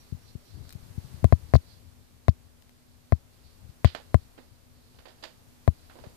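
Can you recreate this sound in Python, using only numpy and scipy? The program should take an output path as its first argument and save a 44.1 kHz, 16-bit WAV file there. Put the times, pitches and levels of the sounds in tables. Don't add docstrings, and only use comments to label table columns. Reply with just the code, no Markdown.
import sys
import numpy as np
from scipy import signal
from scipy.fft import rfft, irfft
from scipy.io import wavfile
from scipy.ndimage import uniform_filter1d

SR = 44100
rng = np.random.default_rng(int(sys.argv[2]) if len(sys.argv) > 2 else 0)


def wav_out(sig):
    wavfile.write(sys.argv[1], SR, np.round(np.clip(np.atleast_2d(sig).T, -1, 1) * 32767).astype(np.int16))


N = 271656
T = np.arange(N) / SR

# (frequency [Hz], level [dB])
CONTACT_COLOUR = [(500, 13), (1800, 8.5), (2900, -3), (3800, 5.5), (5000, -0.5), (6500, -6), (9000, -3.5),
                  (12000, -15), (14500, -0.5)]


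def undb(db):
    return 10 ** (np.asarray(db) / 20)


def unit(x):
    return x / np.sqrt(np.mean(x ** 2))


def curve(rows):
    return np.interp(T, *np.transpose(rows))


def add(track, start_s, sound):
    i = int(round(start_s * SR))
    track[..., i:i + sound.shape[-1]] += sound[..., :max(N - i, 0)]


def highpass(x, order, hz):
    return signal.sosfilt(signal.butter(order, hz, "high", fs=SR, output="sos"), x)


def noise(size, colour, tilt_db_per_oct=0, low_hz=1):
    hz = np.maximum(np.fft.rfftfreq(size, 1 / SR), 1)
    points_hz, points_db = np.transpose(colour)
    colour_db = np.interp(np.log(hz), np.log(points_hz), points_db)
    gain = undb(colour_db + tilt_db_per_oct * np.log2(hz))
    gain = gain / np.hypot(1, (low_hz / hz) ** 3)
    return unit(irfft(rfft(rng.standard_normal(size)) * gain, size))


def resonate(x, hz, width_hz):
    return signal.lfilter(*signal.iirpeak(hz, hz / width_hz, fs=SR), x)


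def band(size, hz, width_hz):
    once = resonate(rng.standard_normal(size), hz, width_hz)
    return unit(resonate(once, hz, width_hz))


def fade(t, t60_s):
    return np.exp(-np.log(1000) * t / t60_s)


def push(t, centre_ms, width_ms):
    force = np.exp(-.5 * ((t * 1000 - centre_ms) / width_ms) ** 2)
    return force / force.sum()


def walk(rate_hz):
    k = int(SR / rate_hz)
    steps = np.repeat(rng.standard_normal(N // k + 1), k)
    return unit(uniform_filter1d(steps, k))[:N]


def swells(rows):
    power = 0
    for middle_s, length_s, db in rows:
        bell = .5 ** ((2 * (T - middle_s) / length_s) ** 2)
        power = power + (undb(db) * bell) ** 2
    return np.sqrt(power)


def room():
    # (time [s], level [dB])
    hiss = [(0.0, -69), (0.38, -70.5), (1.18, -66), (1.99, -72.5), (2.86, -73.5), (4.13, -70), (4.56, -73),
            (5.8, -70), (6.16, -69)]
    # (frequency [Hz], level [dB])
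    air_left = [(30, 33), (150, 14.5), (300, 12.5), (600, 12), (1500, 5.5), (3000, 2.5), (8000, 0.5),
                (14000, 0.5)]
    air_right = [(30, 5), (70, 19), (140, 18.5), (330, 16.5), (600, 11.5), (1500, 5.5), (3000, 3.5),
                 (8000, 1), (14000, -1)]
    air = np.array([undb(15) * noise(N, air_left), undb(11.5) * noise(N, air_right)])
    hum = undb(-73.5) * band(N, hz=245.1, width_hz=21.6)
    hum += undb(-62.0) * np.sin(2 * np.pi * 246 * T)
    return air * undb(curve(hiss)) + np.outer([undb(-21.0), 1], hum)


def whistle():
    # (middle [s], length at half height [s], level [dB])
    whistle_swells = [(0.01, .07, -65), (.29, .15, -66), (.49, .08, -68)]
    rest_hz, rise_hz, flutter_hz = 5430, 370, 55
    level = swells(whistle_swells)
    hz = rest_hz + rise_hz * level / level.max() + flutter_hz * walk(120)
    tone = np.sin(2 * np.pi * np.cumsum(hz) / SR)
    return np.outer([undb(-18), 1], level * undb(4 * walk(40)) * tone)


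def grip_rumble():
    # (middle [s], length at half height [s], level [dB])
    shifts = [(.585, 0.14, -40), (1.2, 0.97, -46), (3.7, 0.65, -57.5), (6.0, 0.53, -55.5)]
    rest_db = -56
    level = np.hypot(undb(rest_db), swells(shifts)) * undb(2.8 * walk(22))
    rumble = band(N, hz=82.5, width_hz=70) * level
    return np.array([rumble, undb(-29) * rumble])


def feathers():
    # (middle [s], length at half height [s], level [dB])
    rustles = [(.36, 0.49, -65), (1.0, 0.87, -67), (1.7, 0.33, -65), (3.47, .08, -67.5),
               (4.28, 0.41, -65.5), (5.0, 0.44, -68), (5.93, 0.55, -68)]
    rest_db = -75.5
    level = np.hypot(undb(rest_db), swells(rustles)) * undb(3.6 * walk(19))
    left, right = [undb(side_db) * band(N, hz=4340, width_hz=1500) for side_db in (-12, 0)]
    return np.array([left, right]) * level


def case_ring(t, hard_db):
    # (frequency [Hz], level [dB], t60 [s], polarity [+1 or -1])
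    modes = [(81, -12, 0.071, -1), (119.7, 1.1, 0.017, -1), (252.4, -16, 0.034, 1), (339, -24.5, .055, -1),
             (525, -34.5, 0.036, 1), (660, -10.5, 0.023, 1), (741, -24.5, 0.024, 1), (1030, -19, .019, 1),
             (1640, -33.5, 0.0074, 1), (2123, -25.5, 0.0072, -1), (2500, -42, 0.015, -1)]
    full_effect_hz = 1400
    ring = np.zeros(len(t))
    for hz, db, t60_s, polarity in modes:
        gain = polarity * undb(db + hard_db * min(hz / full_effect_hz, 1) ** 2)
        ring += gain * np.sin(2 * np.pi * hz * t) * fade(t, t60_s)
    return ring


def at_microphones(body):
    left = highpass(body, order=2, hz=96)
    right = highpass(body, order=2, hz=900)
    return np.array([left, undb(-32) * right])


def finger_bumps():
    # (time [s], level [dB], first push's standard deviation [ms])
    bumps = [(0.124, -10, 0.7), (0.146, -16.5, 0.96), (0.353, -15.5, 0.51), (0.753, -14.5, 0.89),
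             (.979, -9, 0.76), (1.046, -19, 1.1), (1.141, -21, 0.85), (1.23, -8.5, 0.85),
             (3.692, -21, 1.24), (6.068, -24.5, 0.42)]
    flesh_hz, lead_s = 480, .006
    t, body = T[:SR // 8], np.zeros(N)
    lowpass = signal.butter(6, flesh_hz, fs=SR, output="sos")
    ring = signal.sosfilt(lowpass, case_ring(t, hard_db=0))
    for s, db, width_ms in bumps:
        press = -push(t, centre_ms=4.7, width_ms=width_ms)
        release = undb(-6.5) * push(t, centre_ms=9.63, width_ms=1.2)
        add(body, s - lead_s, undb(db) * signal.fftconvolve(press + release, ring))
    return at_microphones(body)


def creaks():
    # (time [s], level [dB], brightness [dB per octave])
    creak_rows = [(.653, -39, -9), (0.693, -32, 3.5), (0.706, -32.5, 4), (0.726, -29, 5), (0.732, -32, 4.5),
                  (2.623, -39, 0), (2.694, -44, -0.5)]
    t, out = T[:1024], np.zeros((2, N))
    for s, db, tilt in creak_rows:
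        for side, side_db in enumerate([0, -18]):
            grit = noise(len(t), CONTACT_COLOUR, tilt, low_hz=596) * fade(t, t60_s=0.0068)
            add(out[side], s, undb(db + side_db) * grit)
    return out


def knocks():
    # (time [s], level [dB], rebound [dB], hardness [dB], contact tick [dB])
    knock_rows = [(1.2435, 1.7, 10, -8.5, -24), (1.3245, 2, 10.5, 4, -27.5), (1.5376, 1.5, 11.5, 5, -25),
                  (1.5532, -0.6, 11, 3.5, -25.5), (2.2827, -2, 14, 9, -24.5), (3.1227, -2, 12, 4.5, -30.5),
                  (3.8461, -0.7, 14, 7.5, -22), (4.144, 0.5, 11, 7.5, -23.5), (5.6775, -1, 11.5, 6, -25)]
    t, tick_t = T[:SR // 8], T[:1024]
    body, ticks = np.zeros(N), np.zeros((2, N))
    for s, db, rebound_db, hard_db, tick_db in knock_rows:
        rebound = undb(rebound_db) * push(t, centre_ms=5.58, width_ms=1.42)
        blow = (t == 0) - rebound
        add(body, s, undb(db) * signal.fftconvolve(blow, case_ring(t, hard_db)))
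        for side, side_db in enumerate([0, -12]):
            tick = noise(len(tick_t), CONTACT_COLOUR, low_hz=1120) * fade(tick_t, t60_s=0.0089)
            add(ticks[side], s, undb(tick_db + side_db) * tick)
    return at_microphones(body) + ticks


def buzzes():
    # (time [s], level [dB])
    buzz_rows = [(1.2486, -40), (1.3295, -40), (1.5475, -30), (1.561, -28.5), (1.565, -30.5), (2.290, -37),
                 (2.2965, -39)]
    # (frequency [Hz], level [dB])
    buzz_colour = [(1000, -35), (2600, -10), (3500, -3), (4400, 8.5), (5400, -8), (7000, -12), (9000, -47),
                   (14000, -36)]
    t, out = T[:1024], np.zeros((2, N))
    swell = push(t, centre_ms=1.1, width_ms=.65)
    for s, db in buzz_rows:
        for side, side_db in enumerate([-17, -1]):
            buzz = noise(len(t), buzz_colour) * swell / swell.max()
            add(out[side], s, undb(db + side_db) * buzz)
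    return out


def tap(db, tilt, low_hz):
    # (frequency [Hz], level [dB])
    beak_colour = [(100, -14), (250, 15.5), (420, 10), (750, 7), (1200, -0.5), (1800, 1), (2300, -4),
                   (3000, -2), (3900, -3.5), (4900, -3.5), (5600, -16.5), (7000, -15.5), (9000, -26),
                   (15000, -35)]
    clack_t60_s, room_t60_s = 0.055, .25
    tail_db = -5 + 0.31 * (-40 - db)
    far_side_db, shadow_db_per_oct = -14, -3.1
    tail_tilt_db_per_oct = 0.4
    t = T[:SR // 2]
    clumps = unit(uniform_filter1d(rng.standard_normal(len(t)), size=60))
    clack_level = unit(undb(4 * clumps)) * fade(t, clack_t60_s)
    tail_level = undb(tail_db) * unit(undb(1.8 * clumps)) * fade(t, room_t60_s)
    sides = []
    for side_tilt in (tilt + shadow_db_per_oct, tilt):
        clack = clack_level * noise(len(t), beak_colour, side_tilt, low_hz)
        tail = tail_level * noise(len(t), beak_colour, side_tilt + tail_tilt_db_per_oct, low_hz)
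        sides.append(clack + tail)
    left, right = sides
    onset = 1 - fade(t, t60_s=0.001)
    return undb(db) * np.array([undb(far_side_db) * left, right]) * onset


def beak():
    # (time [s], level [dB], brightness [dB per octave], bass roll-off [Hz])
    beak_rows = [(3.8508, -29, -10, 3930), (3.87, -35.5, -11, 4200), (3.9481, -27.5, -0.8, 480),
                 (4.3783, -41.5, -2, 280), (4.987, -50, -0.5, 450), (5.0555, -39.5, -2, 457),
                 (5.082, -49, 2, 450), (5.2259, -41, 0.5, 445), (5.2369, -31.5, 1.5, 423),
                 (5.897, -46, -3.5, 870), (5.9546, -44, -7.5, 520), (5.987, -44.5, -4.5, 446),
                 (6.039, -40.5, -5, 504)]
    nibble_from_s, nibble_to_s, nibble_count = 4.85, 6.1, 5
    out = np.zeros((2, N))
    for s, db, tilt, low_hz in beak_rows:
        add(out, s, tap(db, tilt, low_hz))
    for s in rng.uniform(nibble_from_s, nibble_to_s, size=nibble_count):
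        add(out, s, tap(db=-61, tilt=-1.5, low_hz=350))
    return out


def scene():
    background = room() + whistle() + grip_rumble() + feathers()
    case = finger_bumps() + creaks() + knocks() + buzzes()
    return background + case + beak()


def record(dry):
    rumble_hz, top_hz = 18, 14500
    sound = highpass(np.clip(dry, -1, 1), order=1, hz=rumble_hz)
    return signal.sosfilt(signal.ellip(10, .2, 70, top_hz, fs=SR, output="sos"), sound)


dry = scene()
out = record(dry)
wav_out(out)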